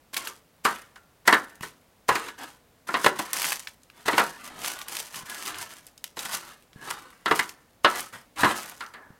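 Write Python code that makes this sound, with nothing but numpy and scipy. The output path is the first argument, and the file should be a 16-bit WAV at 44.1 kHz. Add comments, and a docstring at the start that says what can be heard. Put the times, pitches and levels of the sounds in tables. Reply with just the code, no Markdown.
"""Chopping roast potatoes in a pan

A steel spatula chops and scrapes through crisp potatoes in a steel roasting pan on a wooden board.
Each chop clanks the pan, damped by the food; between chops the blade grinds along the bottom,
crusts crackle and snap, and the pan bumps its board. Close microphone, quiet and fairly dry kitchen."""
import sys
import numpy as np
from scipy import signal
from scipy.fft import rfft, irfft, next_fast_len
from scipy.io import wavfile
from scipy.ndimage import uniform_filter1d, map_coordinates

SR = 44100
rng = np.random.default_rng(int(sys.argv[2]) if len(sys.argv) > 2 else 0)


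def log_audio(samples):
    """Write samples as a 16-bit WAV file to the path given in sys.argv[1]."""
    # one column per channel
    frames = np.atleast_2d(samples).T
    # limit to full scale, then quantise
    limited = np.clip(frames, -1, 1)
    pcm = np.round(limited * 32767).astype(np.int16)
    wavfile.write(sys.argv[1], SR, pcm)


N = 405279


# Blade blows: start_s, level_db, thump_db, knock_db, edge_db, crust_db, spot_hz, damped_t60_s
# thump_db to crust_db are relative to the clang
CHOPS = [(0.65, -20.5, -13.5, -11.5, -9.5, -8.5, 1199, 0.15),
         (0.959, -49.5, -17, -16.5, -8, -9, 1450, 0.061),
         (1.277, -14.8, -15, -10.5, -10.5, -10, 1980, 0.13),
         (1.326, -17, -10.5, -13, -6, -13.5, 1730, 0.15), (1.632, -38, -8.5, -12, -7.5, -4.5, 1856, 0.09),
         (2.089, -20, -15, -3, -13, -11.5, 954, 0.14), (2.154, -29, -9, -11, -3.5, -5, 2430, .1),
         (2.284, -41, -15, -24, -5, -5.5, 2328, 0.057), (2.888, -30, -13.5, -13.5, -20, -18, 1400, 0.22),
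         (2.941, -24.5, -11.5, -9.5, -6, -19, 1080, 0.17), (3.044, -25.5, -6, -8, -1, -8, 600, 0.054),
         (3.062, -18.5, -9, -3, -6, -10.5, 567, .06), (3.191, -31.5, -5.5, -4, -4.5, 1.5, 1030, 0.075),
         (4.081, -24, -12.5, -1.5, -5, -8.5, 1960, .09), (4.13, -34.5, 3, -4.5, 0.5, -10.5, 2075, 0.15),
         (4.179, -20, -21.5, -4, -6, -12, 1380, 0.17), (4.198, -27, -9.5, -7, -4.5, -8.5, 1390, 0.12),
         (6.169, -42.5, -5.5, -4.5, -4, -4.5, 4060, 0.11), (6.907, -32.5, -25.5, -15, -17, -4, 1250, .06),
         (7.259, -25.5, -12, -12.5, -6, -14.5, 1360, .25),
         (7.311, -20.5, -7.5, -7, -9.5, -21.5, 1220, 0.084),
         (7.392, -23.5, -16.5, -34, -5, -8.5, 2100, 0.1), (7.846, -17, -14.5, -6, -4.5, -22, 1300, 0.15),
         (8.433, -20.5, -7, -5, -12.5, -19.5, 1010, 0.066),
         (8.445, -20.5, -7.5, -7.5, -12, -15.5, 1080, 0.11),
         (8.807, -36.5, -19.5, -19, -6.5, -14, 1370, 0.27),
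         (8.937, -46.5, -15, -10.5, -5.5, -9, 1720, 0.72)]

def chops():
    """Each blow rings the pan; the food under the blade sets how dull or sharp it is."""
    track, t = np.zeros(N), np.arange(SR // 2) / SR
    bands_hz = [(105, 450), (450, 900), (900, 2300), (2300, 5000), (5000, 16000)]
    contact_s, cushion = 0.0024, 0.75
    for start_s, level_db, thump_db, knock_db, edge_db, crust_db, spot_hz, damped_t60_s in CHOPS:
        ring = pan_ring(spot_hz, damped_t60_s, spot_db=8.5, tail_db=-28.5, tail_t60_s=0.61,
                        modes_db=-10.5, size=len(t))
        thump, knock, clang, edge, crack = [bandpass(ring, *band) for band in bands_hz]
        body = onset_at(thump, thump_db) + onset_at(knock, knock_db) + onset_at(clang, 0)
        bite = onset_at(edge * fade(t, 0.17), edge_db) + onset_at(crack * fade(t, 0.026), crust_db - 2)
        rise_s = contact_s * amp(cushion * crust_db)  # potato under the edge softens the attack
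        attack = 1 - np.exp(-t / rise_s)
        add(track, start_s, amp(level_db) * attack * (body + bite))
    return track


# Clear pan modes, longest at the food-free rim: pitch_hz, level_db, t60_s
PAN_MODES = [(305.6, -7.5, 0.22), (372.5, -7, 0.33), (588, -11, 0.12), (762, -5.5, .22), (952, -1, 0.25),
             (990, -1.5, .27), (1090, -6.5, 0.27), (1122, -13, 0.087), (1235, -8.5, 0.14),
             (1388, -2.5, 0.41), (1410, -2.5, 0.21), (1506, -5.5, 0.37), (1680, 2, 0.15),
             (1783, -14.5, 0.6), (1953, -5.5, 0.32), (2015, -1, 0.14), (2050, -11, 0.16), (2370, -21, .2),
             (2710, -7.5, .25), (2854, 1, 0.3), (2910, -1, .25), (3110, -10, .35), (3870, -13, .3),
             (3980, -7.5, .2), (4920, -14, 0.38)]
# Crowded resonances of the steel sheet: freq_hz, density_db
SHEET_SPECTRUM = [(24, -63.5), (40, -24.5), (320, -4), (467, -8), (852, -5), (990, 0), (1150, -1.5),
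                  (1850, -3.5), (2000, -7), (2380, -11), (3930, -12.5), (5720, -22.5), (8340, -18.5),
                  (14100, -31.5), (16000, -45.5)]

def pan_ring(spot_hz, damped_t60_s, spot_db, tail_db, tail_t60_s, modes_db, size):
    """The struck spot favours one band; food damps the crowded resonances while clear modes ring on."""
    def spot_gain(hz):
        return amp(spot_db / (1 + ((hz - spot_hz) / (0.054 * spot_hz)) ** 2))

    t = np.arange(size) / SR
    sheet = unit(filtered(noise(SHEET_SPECTRUM, size), spot_gain))
    sheet *= fade(t, damped_t60_s) + amp(tail_db) * fade(t, tail_t60_s)
    pitch_hz, level_db, t60_s = np.transpose(PAN_MODES)
    gains = amp(level_db + 1.6 * rng.standard_normal(len(pitch_hz))) * spot_gain(pitch_hz)
    bent_hz = pitch_hz + 9 * rng.standard_normal(len(pitch_hz))  # blade pressure and shifting load
    phase = rng.random((len(pitch_hz), 1))
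    modes = np.sin(2 * np.pi * (np.outer(bent_hz, t) + phase)) * fade(t, t60_s[:, None])
    return sheet + amp(modes_db) * gains @ modes / np.linalg.norm(gains)


# Crust breaks at set times, loud and quiet: start_s, peak_db, pitch_hz, splinters_db
SNAPS = [(0.1431, -19, 2720, -6), (0.166, -16, 3300, -4.5), (0.1695, -12, 3300, -8),
         (0.2723, -19, 2800, -9), (0.818, -38.5, 1800, 4), (1.444, -37, 4000, -1),
         (1.5544, -40.5, 1810, 8.5), (1.6087, -29, 1680, -12.5), (3.3318, -10, 1774, 3.5),
         (3.4184, -15, 1920, -4.5), (3.4436, -13, 1900, -9.5), (3.5204, -14, 1850, -8),
         (3.5943, -24.5, 5910, -11), (3.6721, -22, 2870, -19.5), (3.8332, -40, 6230, -11),
         (3.9, -36.5, 2250, -17.5), (4.6453, -19, 2130, -17.5), (4.789, -28, 3920, -0.5),
         (4.815, -23.5, 3720, -14.5), (4.8833, -23, 2340, -1), (4.9681, -17.5, 4870, -7),
         (4.9987, -23, 6680, -3.5), (5.1437, -24.5, 2010, -13), (5.2974, -22, 2270, -3),
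         (5.46, -22.5, 2650, -9), (5.5443, -23.5, 2810, -19), (5.8671, -31.5, 6710, 13.5),
         (5.9778, -35.5, 5470, -12), (6.0412, -20, 4240, -2.5), (6.1913, -20, 4660, -10),
         (6.6242, -41, 4070, -2), (6.7313, -41, 3020, -26), (7.104, -39, 2500, -8.5),
         (7.3592, -17.5, 1990, -3), (7.4924, -26.5, 4000, -7.5), (8.0052, -20, 2050, 5.5),
         (8.6964, -25.5, 1920, -4), (8.8635, -34, 4000, -11.5)]

def snaps(small_breaks):
    """Crust pieces, big and small, break with a sharp crack and a brief trail of splinters."""
    track, t = np.zeros(N), np.arange(SR // 10) / SR
    treble = signal.butter(2, [5500, 14000], 'band', fs=SR, output='sos')
    for start_s, peak_db, pitch_hz, splinters_db in SNAPS + small_breaks:
        burst = rng.standard_normal(len(t)) * (fade(t, 0.018) + amp(-29) * fade(t, 0.087))
        band_hz = np.clip(pitch_hz, 1500, 8000) * np.array([0.5, 1.7])
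        body = signal.sosfilt(signal.butter(2, band_hz, 'band', fs=SR, output='sos'), burst)
        crack = body + amp(splinters_db) * signal.sosfilt(treble, burst)
        add(track, start_s, amp(peak_db) * crack / np.abs(crack).max())
    return track


def crumbs(crush):
    """Rows for snaps(): small pieces break at random under the blade and tumble on behind it."""
    rate_per_s, tumble_s, tumble_db, splinters_db = 9, 0.2, -14, -3.5
    pole = np.exp(-1 / (tumble_s * SR))
    tumble = amp(tumble_db) * signal.lfilter([1 - pole], [1, -pole], crush)
    loose_db = 20 * np.log10(np.maximum(crush, tumble) + 1e-9)
    rows = []
    for when, size, pitch in rng.random((300, 3))[:int(rate_per_s * N / SR)]:
        peak_db = loose_db[int(when * N)] + 8.5 + 4 * (2 * size - 1)
        pitch_hz = 2770 * 2 ** (2 * pitch - 1)
        rows.append((when * N / SR, peak_db, pitch_hz, splinters_db))
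    return rows


# One long drag through the pile: time_s, crush_db, grind_db
DRAG = [(4.3, -47, -60), (4.354, -63, -53), (4.478, -43.5, -43.5), (4.526, -62, -48), (4.678, -32, -41),
        (4.796, -50.5, -45), (4.82, -45.5, -44), (4.848, -69, -52), (4.892, -46, -46), (5.008, -37.5, -50),
        (5.1, -53.5, -56.5), (5.172, -37.5, -44), (5.248, -56, -51.5), (5.294, -41, -40.5),
        (5.438, -43.5, -47.5), (5.49, -32.5, -37), (5.53, -52.5, -41.5), (5.622, -39.5, -41),
        (5.686, -50, -52), (5.73, -46, -48.5)]
# Shoves along the bottom: start_s, length_s, crush_db, grind_db, swell_db, lift_t60_s
STROKES = [(0.128, 0.16, -45, -42.5, -1.5, 0.26), (0.648, 0.074, -41.5, -37.5, -1.5, 0.38),
           (1.252, .085, -45, -41.5, 1.5, 0.55), (1.621, 0.04, -44.5, -43.5, -9, 0.32),
           (2.082, .2, -48.5, -36.5, -7.5, 0.24), (2.375, .06, -47, -42, 5.5, .3),
           (2.867, 0.19, -45, -43.5, 6, 0.42), (3.154, 0.18, -49.5, -43.5, -2, 0.254),
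           (3.329, 0.19, -32.5, -43, -5, 0.41), (3.929, 0.068, -63.5, -59, 11, 0.42),
           (4.053, .18, -42.5, -34, -1.5, 0.45), (6.176, 0.083, -43.5, -45, 17.5, 0.12),
           (6.281, 0.07, -37, -40, 7, 0.15), (6.353, 0.16, -50, -48, -1.5, 0.28),
           (6.752, 0.061, -66, -55.5, 6.5, .3), (6.809, 0.074, -51, -42.5, 7, 0.83),
           (7.257, .14, -41, -42.5, 5, 0.35), (7.846, 0.13, -39.5, -38, 9, 0.31),
           (8.123, 0.052, -52, -43.5, -7, 0.27), (8.356, .045, -44.5, -38.5, 23, 0.19),
           (8.405, .11, -39, -30, 7, 0.22), (8.554, 0.096, -40, -41.5, -6, 0.61)]

def blade_effort():
    """Crush and grind envelopes: strokes bite, swell and lift off; chops and snaps crumble briefly."""
    lift_db_per_s, bite_s, cut_in_s, cut_out_s, shatter_db = 158, 0.007, 0.0035, 0.019, -21.5
    t = np.arange(N) / SR
    time_s, *drag_db = np.transpose(DRAG)
    lifted_db = lift_db_per_s * np.abs(t - np.clip(t, time_s[0], time_s[-1]))
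    crush_power, grind_power = [amp(np.interp(t, time_s, db) - lifted_db) ** 2 for db in drag_db]
    age_s = t[:SR]
    for start_s, length_s, crush_db, grind_db, swell_db, lift_t60_s in STROKES:
        bite = np.minimum(age_s / bite_s, 1)
        swell = amp(swell_db * (np.minimum(age_s / length_s, 1) - 0.5))
        stroke = bite * swell * fade(np.maximum(age_s - length_s, 0), lift_t60_s)
        add(crush_power, start_s, (amp(crush_db) * stroke) ** 2)
        add(grind_power, start_s, (amp(grind_db) * stroke) ** 2)
    # crust gives way just before a blow and crumbles just after
    offset_s = np.arange(-SR // 10, SR // 10) / SR
    cut = np.exp(-np.maximum(-offset_s / cut_in_s, offset_s / cut_out_s))
    for start_s, level_db, _, _, _, crust_db, _, _ in CHOPS:
        add(crush_power, start_s + offset_s[0], (amp(level_db + crust_db + 1) * cut) ** 2)
    for start_s, peak_db, _, _ in SNAPS:
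        add(crush_power, start_s, (amp(peak_db + shatter_db) * fade(age_s, 0.16)) ** 2)
    return np.sqrt(crush_power), np.sqrt(grind_power)


# Light touch, nearly the same rasp, slightly lifted near 2.6 kHz: freq_hz, gain_db
LIGHT_TOUCH = [(300, 1), (900, -0.5), (2600, 2.5), (6000, -1.5)]

def grinding(grind):
    """The edge catches and slips on the baked-on bottom, at ever new spots of the pan."""
    slips, track = ticks(rate_per_s=1300, spread_db=3.5), np.zeros(N)
    hop, hard_push_db = SR // 8, -37
    for start in range(0, N, hop):
        spot_hz = 1750 * np.exp(0.4 * rng.standard_normal())
        ring = pan_ring(spot_hz, damped_t60_s=0.061, spot_db=5.5, tail_db=-29, tail_t60_s=0.25,
                        modes_db=-25, size=SR // 6)
        add(track, start / SR, signal.fftconvolve(slips[start:start + hop], unit(ring)))
    light = evened(coloured(track, LIGHT_TOUCH), span_s=0.13)
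    hard = evened(track, span_s=0.075)
    push = grind / (grind + amp(hard_push_db))
    return grind * ((1 - push) * light + push * hard)


# Crumbling crust: freq_hz, density_db
CRUST_SPECTRUM = [(88, -51), (150, -13), (589, -12), (960, -3.5), (1560, -7.5), (1790, -4.5), (2450, -6.5),
                  (2870, -3.5), (5570, -7.5), (8900, -7), (13200, -13), (16000, -18)]

def crunch(crush):
    """Crusts crumble in clusters of tiny fractures while soft flesh smears under the blade."""
    t, fractures = np.arange(SR // 100) / SR, np.zeros(N)
    for _ in range(12):
        onsets = ticks(rate_per_s=150, spread_db=4)
        fracture = unit(rng.standard_normal(len(t)) * fade(t, 0.005))
        fractures += signal.oaconvolve(onsets, fracture)[:N]
    clusters = flicker(rate_per_s=100, spread_db=3.2)
    crackle = evened(coloured(fractures * clusters, CRUST_SPECTRUM), span_s=0.05)
    smear = amp(-8) * noise(CRUST_SPECTRUM, N)
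    return crush * (crackle + smear)


# Pan against board: start_s, level_db
BUMPS = [(1.61, -40), (2.115, -36.5), (5.233, -46.5), (6.76, -43), (9.104, -46.5)]

def bumps():
    """The pan rocks on its board with a low, dead knock."""
    track, t = np.zeros(N), np.arange(SR // 5) / SR
    knock = np.sin(2 * np.pi * 165 * t) * fade(t, 0.02) * (1 - fade(t, 0.0047))
    for start_s, level_db in BUMPS:
        add(track, start_s, amp(level_db + 13) * knock)
    return track


# Kitchen decay: freq_hz, t60_s
ROOM_DECAY = [(100, 0.37), (500, 0.3), (2000, 0.14), (6000, 0.23), (14000, 0.042)]

def reverb(x):
    """The kitchen's short tail, duller as it dies."""
    hz, t, spectra = signal.stft(rng.standard_normal(SR // 2), SR, nperseg=256)
    decay = fade(t, along(ROOM_DECAY, hz)[:, None])
    _, tail = signal.istft(spectra * decay, SR, nperseg=256)
    tail = np.pad(tail, (SR // 200, 0))  # 5 ms pre-delay
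    return signal.fftconvolve(x, tail / np.linalg.norm(tail))[:N]


# Quiet kitchen: freq_hz, density_db
HUSH_SPECTRUM = [(12, -38), (20, -16), (49, -8), (130, -9.5), (172, -7.5), (198, -12), (248, -8.5),
                 (357, -15.5), (485, -11.5), (759, -15.5), (2500, -23.5), (6000, -28.5), (16000, -30.5)]

def room_hush():
    """Faint, steady noise, strongest in the bass."""
    return amp(-61.5) * noise(HUSH_SPECTRUM, N)


def amp(db):
    """Decibels to gain."""
    return 10 ** (np.asarray(db) / 20)


def unit(x):
    """Scale to rms 1."""
    return x / np.sqrt(np.mean(x ** 2) + 1e-20)


def onset_at(x, level_db):
    """Scale so the first 25 ms have this rms level."""
    return amp(level_db) * x / np.std(x[:SR // 40])


def evened(x, span_s):
    """Hold the rms at 1 over span_s, keeping the faster grain."""
    power = uniform_filter1d(x ** 2, int(span_s * SR))
    return x / np.sqrt(np.abs(power) + 1e-12)


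def along(points, hz):
    """Interpolate (freq_hz, value) points on a log axis."""
    freq_hz, values = np.transpose(points)
    return np.interp(np.log(hz + 1), np.log(freq_hz + 1), values)


def filtered(x, response):
    """Apply a zero-phase gain, response(hz)."""
    size = next_fast_len(len(x) + 8192)
    return irfft(rfft(x, size) * response(np.fft.rfftfreq(size, 1 / SR)), size)[:len(x)]


def bandpass(x, low_hz, high_hz):
    """5th-order low cut, 8th-order high cut."""
    return filtered(x, lambda hz: 1 / np.hypot(1, (low_hz / (hz + 1)) ** 5)
                    / np.hypot(1, (hz / high_hz) ** 8))


def coloured(x, spectrum):
    """Filter by (freq_hz, gain_db) points."""
    return filtered(x, lambda hz: amp(along(spectrum, hz)))


def noise(spectrum, size):
    """Coloured noise of rms 1."""
    return unit(coloured(rng.standard_normal(size), spectrum))


def ticks(rate_per_s, spread_db):
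    """Random impulses, many small and a few large."""
    size_db = spread_db * np.minimum(rng.exponential(size=N), 4)
    return (rng.random(N) < rate_per_s / SR) * rng.choice([-1, 1], N) * amp(size_db)


def flicker(rate_per_s, spread_db):
    """Smooth random gain."""
    knots = rng.standard_normal(N // 100)
    return amp(spread_db * map_coordinates(knots, [np.arange(N) * rate_per_s / SR]))


def fade(t, t60_s):
    """Decay by 60 dB in t60_s."""
    return np.exp(-np.log(1000) * t / np.maximum(t60_s, 1e-3))


def add(track, start_s, sound):
    """Mix a sound into the track."""
    start = max(round(start_s * SR), 0)
    track[start:start + len(sound)] += sound[:max(N - start, 0)]


def scene():
    """Pan and potatoes close by, over the hush of the room."""
    crush, grind = blade_effort()
    hush = room_hush()
    clumps = flicker(rate_per_s=32, spread_db=2.65)  # crusts give way in clumps
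    near = chops() + crunch(crush * clumps) + grinding(grind) + bumps() + snaps(crumbs(crush))
    return (near + amp(-15) * reverb(near) + hush)[None]


def record(dry):
    """Round off the highest peaks, then band-limit."""
    ceiling, top_hz = 0.9, 16100
    rounded = dry / (1 + np.abs(dry / ceiling) ** 6) ** (1 / 6)
    return np.array([filtered(channel, lambda hz: hz < top_hz) for channel in rounded])


dry = scene()
out = record(dry)
log_audio(out)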